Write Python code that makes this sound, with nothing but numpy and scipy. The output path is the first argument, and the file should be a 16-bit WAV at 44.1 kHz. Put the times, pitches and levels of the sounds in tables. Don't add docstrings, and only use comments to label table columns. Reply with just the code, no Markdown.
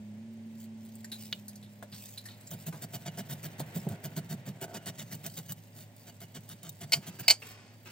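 import sys
import numpy as np
from scipy import signal
from scipy.fft import rfft, irfft, next_fast_len
from scipy.io import wavfile
from scipy.ndimage import uniform_filter1d

SR = 44100
rng = np.random.default_rng(int(sys.argv[2]) if len(sys.argv) > 2 else 0)


def dump_mix(stems):
    frames = np.atleast_2d(stems).T
    limited = np.clip(frames, -1, 1)
    pcm = np.round(limited * 32767).astype(np.int16)
    wavfile.write(sys.argv[1], SR, pcm)


N = 348831
T = np.arange(N) / SR


def gain_of(db):
    return 10 ** (np.asarray(db) / 20)


def evened(x):
    return x / np.sqrt(np.mean(x ** 2) + 1e-20)


def steadied(x, size=900):
    return x / np.sqrt(np.abs(uniform_filter1d(x ** 2, size)) + 1e-9)


def read(points, hz):
    f, value = np.transpose(points)
    return np.interp(np.log(hz + 1), np.log(f + 1), value)


def wander(rate):
    hz = np.fft.rfftfreq(N, 1 / SR)
    return evened(irfft(rfft(rng.standard_normal(N)) * np.exp(-(hz / rate) ** 2), N))


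def crackle(rate, spread_db):
    size = gain_of(spread_db * np.minimum(rng.exponential(1, N), 4)) * rng.choice([-1, 1], N)
    return evened(size * (rng.random(N) < rate / SR))


def swells(times, lengths, dbs, edge=2):
    power = np.zeros(N)
    for s, length, db in zip(times, lengths, dbs):
        near = slice(max(int((s - 2 * length) * SR), 0), int((s + 2 * length) * SR))
        power[near] += gain_of(db) ** 2 * .5 ** (abs(2 * (T[near] - s) / length) ** edge)
    return np.sqrt(power)


def pats(rows):
    out = np.zeros(N)
    for s, decay, db in rows:
        part = out[round(s * SR):][:SR // 3]
        part += gain_of(db) * np.exp(-T[:len(part)] / decay)
    return out


def body(spectrum, modes=(), size=4096):
    hz = np.fft.rfftfreq(size, 1 / SR)
    power = gain_of(read(spectrum, hz)) ** 2
    for f, width, db in modes:
        power = power + gain_of(db) ** 2 / (1 + (2 * (hz - f) / width) ** 2)
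    log_gain = np.log(np.r_[power, power[-2:0:-1]]) / 2
    response = np.fft.ifft(np.exp(np.conj(signal.hilbert(log_gain)))).real
    return response / np.linalg.norm(response)


def convolve(x, response):
    return signal.oaconvolve(x, response)[:N]


def shifting(x, depth_db, size=11):
    spectra = signal.stft(x, nperseg=256, noverlap=192)[2]
    patches = rng.standard_normal(spectra.shape[::-1]).T
    patches = evened(uniform_filter1d(uniform_filter1d(patches, 2 * size, axis=1), size, axis=1))
    patches = evened(patches + np.roll(patches, 1, axis=0))
    return signal.istft(spectra * evened(gain_of(depth_db * patches)), nperseg=256, noverlap=192)[1][:N]


def diffuse(pair):
    a, b = rfft(pair)
    hz = np.fft.rfftfreq(pair.shape[1], 1 / SR)
    same = np.clip(read(np.array(MIC_PORTS)[:, :2], hz), -1, 1)
    return irfft(np.array([a, same * a + np.sqrt(1 - same ** 2) * b]), pair.shape[1])


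def wash(spectrum):
    response = body(spectrum)
    return evened(diffuse(np.array([convolve(rng.standard_normal(N), response) for _ in range(2)])))


def kitchen(x, early_db, late_db, early_t60=0.038, late_t60=0.2, moves_hz=1.3):
    t = T[:SR // 5]
    turn = 2 * np.pi * moves_hz * T
    out = np.array([x, x])
    for share in (np.cos(turn), np.sin(turn)):
        response = np.zeros((2, len(t)))
        for db, t60, build_s in ((early_db, early_t60, .001), (late_db, late_t60, .012)):
            tail = diffuse(rng.standard_normal((2, len(t))))
            tail *= gain_of(-60 * t / t60) * (1 - np.exp(-t / build_s))
            response += gain_of(db) * tail / np.linalg.norm(tail[0])
        out = out + signal.oaconvolve((x * share)[None], response, axes=1)[:, :N]
    return out / np.sqrt(1 + gain_of(early_db) ** 2 + gain_of(late_db) ** 2)


# frequency in Hz, relative level in dB.
ROOM_COLOUR = [(25, 6), (60, -26.5), (100, 1.5), (140, 0), (230, -3.5), (320, -12), (600, -13),
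               (900, -16.5), (1250, -26), (2000, -19.5), (3000, -23.5), (4500, -27.5), (9000, -30),
               (16000, -60)]
def room_tone(level_db=-56.5):
    return gain_of(level_db) * wash(ROOM_COLOUR)


# time in seconds, firings a second.
ENGINE_SPEED = [(0.0, 71), (0.134, 70.3), (0.238, 75), (1.15, 73.4), (1.454, 69.2), (1.862, 69), (1.95, 68)]
# multiple of the firing rate, relative level in dB.
ENGINE_TONES = [(2, -35), (3, -2), (4, -30.5), (5, -25.5)]
def engine(loudest_s=0.089, pass_s=1.87, level_db=-43.5, flutter_db=0.9):
    firing_hz = np.interp(T, *np.transpose(ENGINE_SPEED)) * (1 + 0.001 * wander(rate=20))
    turns = np.cumsum(firing_hz) / SR
    drone = sum(gain_of(db) * np.sin(2 * np.pi * round(k) * turns) for k, db in ENGINE_TONES)
    loudness = swells([loudest_s], [pass_s], [level_db]) * gain_of(flutter_db * wander(rate=32))
    return np.sqrt(2) * drone * loudness


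# pitch in Hz, level in dB.
HUM_TONES = [(106.4, -56), (146, -72), (246, -68), (569, -74.5), (601, -74.5)]
# time in seconds, change in dB.
HUM_FADE = [(0, 0), (5.5, -0.5), (7.9, -3.5)]
def appliance(waver_db=1.0, drift_hz=1.0):
    hum = np.zeros(N)
    for hz, db in HUM_TONES:
        loudness = gain_of(db + waver_db * wander(rate=16))
        turns = np.cumsum(hz + drift_hz * wander(rate=4.5)) / SR
        hum += loudness * np.sin(2 * np.pi * turns)
    return np.sqrt(2) * hum * gain_of(np.interp(T, *np.transpose(HUM_FADE)))


# frequency in Hz, relative level in dB.
FLOW_COLOUR = [(150, -8.5), (300, 1), (480, -1.5), (680, 0), (1200, -10.5), (1900, -3.5), (3700, -14),
               (8000, -44), (16000, -33.5)]
def water(trickle_db=-70.5, gush_at_s=3.75, gush_s=0.75, gush_db=-55, splash_db=1.5):
    gush = swells([gush_at_s], [gush_s], [gush_db], edge=0.98) * gain_of(splash_db * wander(rate=49))
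    trickle = gain_of(trickle_db + 0.81 * wander(rate=17))
    return wash(FLOW_COLOUR) * np.hypot(trickle, gush)


# middle in seconds, length in seconds, relative level in dB.
FINGER_SLIDES = [(0.624, 0.075, -59), (1.006, 0.26, -62.5), (1.239, 0.25, -55.5), (1.583, 0.3, -65.5),
                 (2.052, 0.23, -49.5), (2.27, 0.12, -53.5), (3.257, 1.43, -57), (5.29, 0.46, -55.5),
                 (5.796, 0.1, -54.5), (6.4, 1.4, -65), (7.068, 0.7, -63.5), (7.467, 0.12, -50),
                 (7.824, 0.16, -57)]
def sliding_skin(gain_db=-1, hold_db=-69.5, patchy_db=3, clump_db=-2.5):
    slip = np.hypot(gain_of(hold_db), swells(*np.transpose(FINGER_SLIDES), edge=4.5))
    fizz = slip * gain_of(gain_db + patchy_db * wander(rate=5.7)) * crackle(rate=1400, spread_db=3.5)
    clumps = evened(gain_of(clump_db * wander(rate=150)))
    fizz = shifting(fizz * clumps, depth_db=4)
    skin = body([(400, -20), (1200, -9.5), (2200, -1.5), (4000, 0), (8000, 1), (11000, 3), (15500, 4.5),
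                 (16200, 0.5)], [(7520, 120, 9), (4740, 400, 0.99)])
    return kitchen(convolve(fizz, skin), early_db=-5, late_db=-16)


# time in seconds, level in dB.
SCALE_SNAPS = [(.955, -37), (2.058, -32), (2.412, -41), (2.513, -30), (2.823, -31), (2.9257, -41),
               (3.0642, -33), (3.188, -31), (3.308, -33), (3.4306, -37), (3.602, -28), (3.759, -32),
               (3.89, -31), (4.17, -32), (4.303, -40), (4.465, -36), (4.615, -30), (4.623, -30),
               (4.745, -32), (4.8598, -31.5), (4.8727, -29.5), (4.9895, -35), (5.152, -36), (5.2649, -21),
               (5.522, -23), (5.965, -43), (6.205, -39), (6.35, -35), (6.492, -35), (6.632, -35),
               (6.6934, -27), (6.812, -37)]
def snapping_scales(break_s=0.00052):
    s, db = np.transpose(SCALE_SNAPS)
    breaks = swells(s, np.full(len(s), break_s), db) * rng.standard_normal(N)
    ping = body([(600, -4.5), (3000, -14), (8000, 2.5), (13000, 3.5), (16000, 4)],
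                [(3070, 35, 0), (3770, 64, 6)])
    return kitchen(convolve(breaks, ping), early_db=-1.5, late_db=-40)


# start in seconds, level in dB, air pocket's pitch in Hz, its ring time in
# seconds, click level relative to the pocket in dB, tearing time in seconds.
SKIN_SMACKS = [(1.044, -40.5, 1880, 0.033, -2, 0.0084), (1.046, -38.5, 7530, 0.033, -22, 0.0076),
               (1.117, -33, 3910, 0.033, -5, 0.016), (1.482, -45.5, 4850, 0.044, 6.5, 0.012),
               (1.556, -48.5, 7160, 0.021, 2, 0.011), (1.627, -47, 3650, 0.0091, -8.5, 0.028),
               (1.924, -37.5, 4400, 0.0037, -15, 0.028), (2.175, -31.5, 4030, 0.036, -9, 0.014),
               (2.255, -43.5, 1847, 0.023, 0, 0.022), (2.285, -38.5, 4040, 0.0036, -25, 0.043),
               (2.469, -41.5, 7400, 0.029, -4.5, 0.0085), (2.725, -35.5, 1025, 0.0024, -13.5, 0.027),
               (7.42, -36.5, 2695, 0.024, -19, 0.012)]
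def smacks(neighbours_db=-8, rise_per_s=0.47):
    rings, clicks, t = np.zeros(N + SR), np.zeros(N + SR), T[:SR // 4]
    snaps = crackle(rate=7100, spread_db=5)
    for s, db, hz, t60, click_db, length in SKIN_SMACKS:
        start = round(s * SR)
        tear = np.roll(snaps, start)[:len(t)] * np.exp(-t / length)
        tear *= np.sqrt(length * SR / 2) / (np.linalg.norm(tear) + 1e-9)
        fade = gain_of(-60 * t / t60)
        neighbours = sum(np.sin(2 * np.pi * hz * ratio * t) for ratio in rng.uniform(0.94, 1.03, size=3))
        pocket = np.sin(2 * np.pi * hz * t * (1 + rise_per_s * t))
        pocket += gain_of(neighbours_db) * fade * neighbours
        ring = signal.fftconvolve(tear, pocket * fade)[:len(t)]
        rings[start:start + len(t)] += gain_of(db) * ring / abs(ring).max()
        clicks[start:start + len(t)] += gain_of(db + click_db) * tear
    film = body([(200, -39), (700, 0), (1050, -15), (1500, 10), (2500, -17), (4200, 19), (8000, 14),
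                 (12000, 25), (16000, -8)])
    return kitchen(rings[:N] + convolve(clicks[:N], film), early_db=-5, late_db=-17)


# pitch in Hz, width in Hz, relative level in dB.
DAMPED_NOTES = [(2922, 26, 18), (3150, 90, 9.5), (3740, 90, 11), (4255, 70, 8), (4640, 110, 7.5),
                (5450, 200, 2), (6520, 150, 6), (7500, 170, 12.5)]
# time in seconds, strength in dB.
TIP_TOUCHES = [(1.3273, -5.5), (1.3308, -11.5)]
def tip_ticks(damping_t60=0.2):
    touches = np.zeros(N)
    for s, db in TIP_TOUCHES:
        touches[round(s * SR)] = gain_of(db)
    steel = body([(300, -7), (1150, -11), (1500, -1.5), (2500, 1.5), (2750, -17), (3250, 4), (3580, 9),
                  (4000, 1), (5000, -5), (16000, 1)], DAMPED_NOTES)
    softness = body([(300, -2), (4300, 1.5), (5500, -7), (6600, -7), (7500, -25), (9000, -12),
                     (16000, -15)])
    tick = signal.fftconvolve(steel, softness)
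    tick *= gain_of(-60 * T[:len(tick)] / damping_t60)
    return kitchen(convolve(touches, tick / np.linalg.norm(tick)), early_db=-9, late_db=-20)


# middle in seconds, length in seconds, level in dB.
COUNTER_BUMPS = [(1.346, 0.046, -49.5), (1.938, 0.017, -48), (2.765, 0.026, -57), (3.921, 0.035, -36),
                 (6.984, 0.021, -40)]
def bumps():
    return swells(*np.transpose(COUNTER_BUMPS))


# start in seconds, fade time in seconds, level in dB.
FISH_SLAPS = [(1.826, 0.011, -37), (3.603, 0.0062, -36)]
# frequency in Hz, relative level in dB.
SLAP_COLOUR = [(40, -46), (200, -12), (330, 3), (450, -1), (570, 12), (800, -2), (1100, -17), (1500, -4),
               (2500, -19), (8000, -20), (16000, -20)]
def slaps():
    noise = steadied(convolve(rng.standard_normal(N), body(SLAP_COLOUR)))
    return kitchen(noise * pats(FISH_SLAPS), early_db=0, late_db=-17)


KNIFE_STROKES = [(2.529, 0.032, -47, 5.5, -52, -42.5), (2.679, 0.022, -42.5, 4, -48.5, -36),
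                 (2.834, 0.023, -41.5, 0.5, -49.5, -41.5), (2.949, 0.023, -38, -0.5, -47, -41),
                 (3.072, 0.023, -38.5, -20, -44.5, -38), (3.192, 0.026, -38.5, -6, -46, -40.5),
                 (3.317, 0.03, -40.5, 0, -50.5, -39), (3.451, 0.026, -41, -1.5, -50, -40),
                 (3.603, 0.025, -43, -1, -44, -36), (3.766, 0.024, -45, 5.5, -61, -35),
                 (4.054, 0.026, -42.5, 0, -47.5, -38.5), (4.179, 0.024, -40, -3, -43, -37),
                 (4.318, 0.031, -42, -1.5, -48, -36), (4.479, 0.028, -47, -5, -53.5, -37.5),
                 (4.632, 0.027, -39.5, -2.5, -43, -45.5), (4.759, .027, -38, -10, -46.5, -47),
                 (4.882, 0.028, -36, -7, -45.5, -43.5), (5.006, 0.032, -39, -10, -55, -44),
                 (5.132, 0.029, -43, 0, -53, -41.5), (5.261, 0.029, -42, -1.5, -49.5, -45),
                 (5.384, 0.023, -40, -3, -53.5, -42.5), (5.504, 0.023, -43, 2, -62, -41.5),
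                 (5.795, 0.063, -54.5, 1, -63, -56.5), (6.084, 0.03, -50.5, -5, -58, -57),
                 (6.225, 0.026, -46.5, -5, -54.5, -49.5), (6.364, 0.027, -43, -11, -53.5, -46),
                 (6.513, 0.033, -44.5, -6, -58, -51.5), (6.661, 0.043, -48.5, -5, -57, -49),
                 (6.829, 0.028, -42, -10, -50.5, -43.5), (6.953, 0.032, -37, -6, -50.5, -48.5),
                 (7.081, 0.023, -41, -4, -51.5, -44), (7.204, 0.018, -44.5, 4.5, -54, -43)]
# frequency in Hz, relative level in dB.
RASP_COLOUR = [(900, -2), (1600, 8), (2200, 8), (2750, 0), (3400, 7), (4000, -1), (4400, 7), (5100, 1.5),
               (5700, 7), (8000, 4), (10000, 9.5), (12500, 7), (15300, 12.5), (16200, 0.5)]
def rasping_scales(rows_per_s=190, back_lag_s=0.075, back_db=-18):
    s, length, rasp_db, treble_db, _, _ = np.transpose(KNIFE_STROKES)
    flicks = swells(s, length * 1.09, rasp_db, edge=3.53)
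    brushes = swells(s + back_lag_s, length * 0.9, rasp_db + back_db)
    rows_passed = np.cumsum(rows_per_s * (1 + 0.29 * wander(rate=58.4))) / SR
    bursts = evened(gain_of(3.6 * np.cos(2 * np.pi * rows_passed)))
    grit = bursts * crackle(rate=5200, spread_db=3.85)
    rasp = shifting(convolve((flicks + brushes) * grit, body(RASP_COLOUR, DAMPED_NOTES)), depth_db=2.8)
    treble = signal.sosfilt(signal.butter(2, 9000, "highpass", fs=SR, output="sos"), rasp)
    treble = signal.sosfilt(signal.butter(2, 9000, "highpass", fs=SR, output="sos"), treble[::-1])[::-1]
    rasp += treble * (gain_of(np.interp(T, s, treble_db)) - 1)
    return kitchen(rasp, early_db=-6, late_db=-30)


# middle in seconds, length in seconds, level in dB.
FISH_SHIFTS = [(3.95, .18, -56), (4.71, .14, -54)]
# frequency in Hz, relative level in dB.
RUB_COLOUR = [(60, -36), (200, 10.5), (360, 1), (500, -10), (660, 7.5), (850, -21), (1150, -19),
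              (1500, -0.5), (2200, -44), (4000, -26)]
def rubbing_flesh(drag_lag_s=0.0022, creep_lag_s=0.075, creep_s=0.054, creep_db=-14):
    s, length, _, _, rub_db, _ = np.transpose(KNIFE_STROKES)
    drag = swells(s + drag_lag_s, length * 1.27, rub_db, edge=7.4)
    creep = swells(s + creep_lag_s, np.full(len(s), creep_s), rub_db + creep_db)
    creep += swells(*np.transpose(FISH_SHIFTS))
    loudness = drag + creep * gain_of(0.69 * wander(rate=26.6)) + gain_of(-20) * bumps()
    flesh = body(RUB_COLOUR, [(683, 66, 8.2), (391, 24, 7.8), (916, 15.4, 4.4)])
    rub = steadied(convolve(crackle(rate=3000, spread_db=5.5), flesh))
    return kitchen(loudness * rub, early_db=-10.5, late_db=-30)


# frequency in Hz, relative level in dB.
COUNTER_COLOUR = [(40, -35), (80, -24.5), (115, -2.5), (150, 8.5), (200, -1), (250, -14), (320, -24),
                  (600, -26.5), (1500, -43.5)]
def counter_jolts(push_lag_s=0.011, back_lag_s=0.075, back_db=-10):
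    s, length, _, _, _, jolt_db = np.transpose(KNIFE_STROKES)
    push = swells(s + push_lag_s, length * 1.36, jolt_db, edge=3.26)
    shake = swells(s + back_lag_s, length * 1.46, jolt_db + back_db)
    rumble = steadied(convolve(rng.standard_normal(N), body(COUNTER_COLOUR)), size=700)
    return (push + shake + bumps()) * rumble


def loose_scales(gain_db=-13, between_db=-14):
    s, length, rasp_db = np.transpose(KNIFE_STROKES)[:3]
    loudness = swells(s, length, rasp_db) + swells(s, length * 5, rasp_db + between_db)
    ticks = loudness * crackle(rate=160, spread_db=4)
    colour = body([(600, -11), (2000, -2), (3500, -15), (7500, -7), (11000, 1), (15500, -15),
                   (16200, 17.5)], [(3020, 35, 6), (7650, 86, 10)])
    return gain_of(gain_db) * kitchen(convolve(ticks, colour), early_db=-12, late_db=-19)


# start in seconds, level in dB.
FISH_KNOCKS = [(3.598, -46), (3.76, -27), (3.865, -21.5), (3.899, -41), (4.168, -32.5), (4.618, -32)]
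# the pitch it settles on in Hz, relative level in dB.
HOLLOW_NOTES = [(145, -1.5), (370, -15.5), (560, -20.5), (690, -24)]
def knocks(swell_s=0.0077, sag=1.41, sag_s=0.00365):
    out, t = np.zeros(N), T[:SR // 10]
    turns_per_hz = np.cumsum(1 + sag * np.exp(-t / sag_s)) / SR
    push = (t / swell_s * np.exp(1 - t / swell_s)) ** 2
    for s, db in FISH_KNOCKS:
        ring = sum(gain_of(note_db) * np.sin(2 * np.pi * (hz * turns_per_hz + rng.random()))
                   for hz, note_db in HOLLOW_NOTES)
        out[round(s * SR):][:len(t)] += gain_of(db) * push * ring
    return out


# start in seconds, length in seconds,
# relative level in dB, share of sliding (0 only catches, 1 only slides).
BLADE_SKIDS = [(6.9205, 0.0039, -19, 0.3), (6.9279, 0.0045, -24.5, 0.4), (6.9316, 0.0076, -16, 0.6),
               (7.2805, 0.0042, -9.5, 0.4), (7.291, 0.0026, -32, 0), (7.297, 0.0017, -15, 0.9),
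               (7.3013, 0.0018, -9, 1), (7.3056, 0.004, -12, 1), (7.3113, 0.0032, -17, 0.5)]
STEEL_NOTES = [(653, 50, -15.5, -20, -28), (900, 60, -20, -19, -30), (1500, 130, -23, -21, -34),
               (2110, 70, -4, -12, -25), (2285, 70, -3, -10, -20), (2480, 70, -10, -13, -26),
               (2597, 60, -9, -11, -28), (2922, 45, -5, -9, -22), (3150, 55, -6, -12, -18),
               (3760, 110, -13, -9, -30), (4255, 60, 0, -8, -29), (4470, 70, -1, 3, -25),
               (4645, 70, -10, -1, -18), (4850, 55, -7, -7, -14), (5030, 70, -12, -8, -14),
               (5320, 80, -14, -11, -26), (5680, 70, -14, -9, -22), (5920, 100, -6, -10, -28),
               (7095, 55, -9, -8, -15), (7550, 70, -15, -8, -25), (8700, 110, -12, -16, -24),
               (8950, 100, -8, -16, -20), (10300, 110, -23, -18, -18), (11650, 200, -13, -20, -34),
               (14900, 300, -10, -11, -34)]
def skidding_blade(gain_db=-5, catch_s=0.001, lifted_t60=0.12, uneven_db=2, rattle_s=0.015):
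    grip, sliding_share = np.zeros(N), np.zeros(N)
    for s, length, db, share in BLADE_SKIDS:
        grip += gain_of(db) * np.clip((T - s) / catch_s + .5, 0, 1) * (T < s + length)
        sliding_share[T > s - catch_s] = share
    span = slice(np.argmax(grip > 0), N)
    t, share, ring = T[span], sliding_share[span], np.zeros(N)
    for hz, width, catch_db, slide_db, lifted_db in STEEL_NOTES:
        jitter, uneven = rng.standard_normal((2, len(t)))
        flicker_db = uneven_db * evened(uniform_filter1d(uneven, size=200))
        fed = (grip[span] * gain_of(catch_db * (1 - share) + slide_db * share + flicker_db)) ** 2
        held, lifted = np.exp(-2 * np.pi * width / SR), gain_of(-120 / (lifted_t60 * SR))
        power = signal.lfilter([1 - held], [1, -held], fed)
        power += gain_of(lifted_db) ** 2 * signal.lfilter([1 - held], [1, -lifted], fed)
        turns = hz * t + np.cumsum(0.011 * jitter * (fed > 0)) + rng.random()
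        ring[span] += np.sqrt(power) * np.sin(2 * np.pi * turns)
    releases = pats([(s + length, rattle_s, db) for s, length, db, _ in BLADE_SKIDS])
    rattle_colour = body([(200, -14), (700, 2), (1400, -1.5), (2500, -5), (4600, 0), (7000, 7),
                          (11000, -5), (16000, -16)])
    rattle = convolve(releases * crackle(rate=2700, spread_db=0), rattle_colour)
    grain = body([(50, -50), (250, -20), (550, -7.5), (1200, -7.5), (2200, -2.5), (3300, -3), (5200, 6),
                  (7200, -4), (10000, 6), (12500, 9), (15300, -2), (16200, -10)])
    grind = convolve(grip * steadied(crackle(rate=1300, spread_db=-1.5), size=100), grain)
    skid = gain_of(-0.2) * ring + gain_of(-6) * grind + gain_of(-20) * rattle
    return gain_of(gain_db) * kitchen(skid, early_db=-16, late_db=-30, early_t60=0.048, late_t60=0.17)


# start in seconds, fade time in seconds, level in dB.
SQUEEZES = [(7.025, 0.16, -53), (7.187, 0.023, -45.5), (7.229, 0.034, -53), (7.42, 0.23, -51),
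            (7.508, 0.0078, -48), (7.857, 0.068, -48)]
# frequency in Hz, relative level in dB.
SQUELCH_COLOUR = [(300, 1), (900, -2), (1500, 1), (2000, -0.5), (2700, 1.5), (3500, -7), (5000, -5),
                  (9000, -14.5), (16000, -27)]
def squelches():
    ooze = pats(SQUEEZES) * crackle(rate=3500, spread_db=3.5)
    return kitchen(convolve(ooze, body(SQUELCH_COLOUR)), early_db=0, late_db=-17)


def scene():
    background = room_tone() + engine() + appliance() + water()
    fish = sliding_skin() + smacks() + slaps() + knocks() + squelches()
    scraping = snapping_scales() + rasping_scales() + rubbing_flesh() + counter_jolts() + loose_scales()
    return background + fish + scraping + tip_ticks() + skidding_blade()


# frequency in Hz, how alike they hear the room (0 to 1),
# how far the left one leads in radians, left minus right level in dB.
MIC_PORTS = [(197.3, 0.87, 0.16, -1.3), (656, 0.77, 0.1, -1.5), (1260, 0.12, 1.3, -0.1),
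             (2970, 0.082, 0.59, -0.5), (4700, 0.14, 0.93, -2), (4660, .2, 1.5, -2),
             (7400, 0.19, 1.64, -0.5), (8780, 0.28, 1.38, -0.5), (10700, 0.82, 3.39, 0),
             (11380, 0.9, 3.29, 0.5), (14400, 0.83, 5, -0.5), (16300, 0.57, 4.7, 2)]
def record(dry, low_cut_hz=65, high_cut_hz=16100):
    size = next_fast_len(N + SR)
    hz = np.fft.rfftfreq(size, 1 / SR)
    f, _, lead, left_db = np.transpose(MIC_PORTS)
    lag = read(np.c_[f, lead], hz)
    tilt = gain_of(read(np.c_[f, left_db], hz) / 2)
    pair = irfft(rfft(dry, size) * np.array([tilt, np.exp(-1j * lag) / tilt]), size)[:, :N]
    pair = signal.sosfilt(signal.butter(3, low_cut_hz, "highpass", fs=SR, output="sos"), pair)
    high_cut = signal.firwin(255, high_cut_hz, window=("kaiser", 9), fs=SR)
    return signal.oaconvolve(pair, high_cut[None], "same")


dry = scene()
out = record(dry)
dump_mix(out)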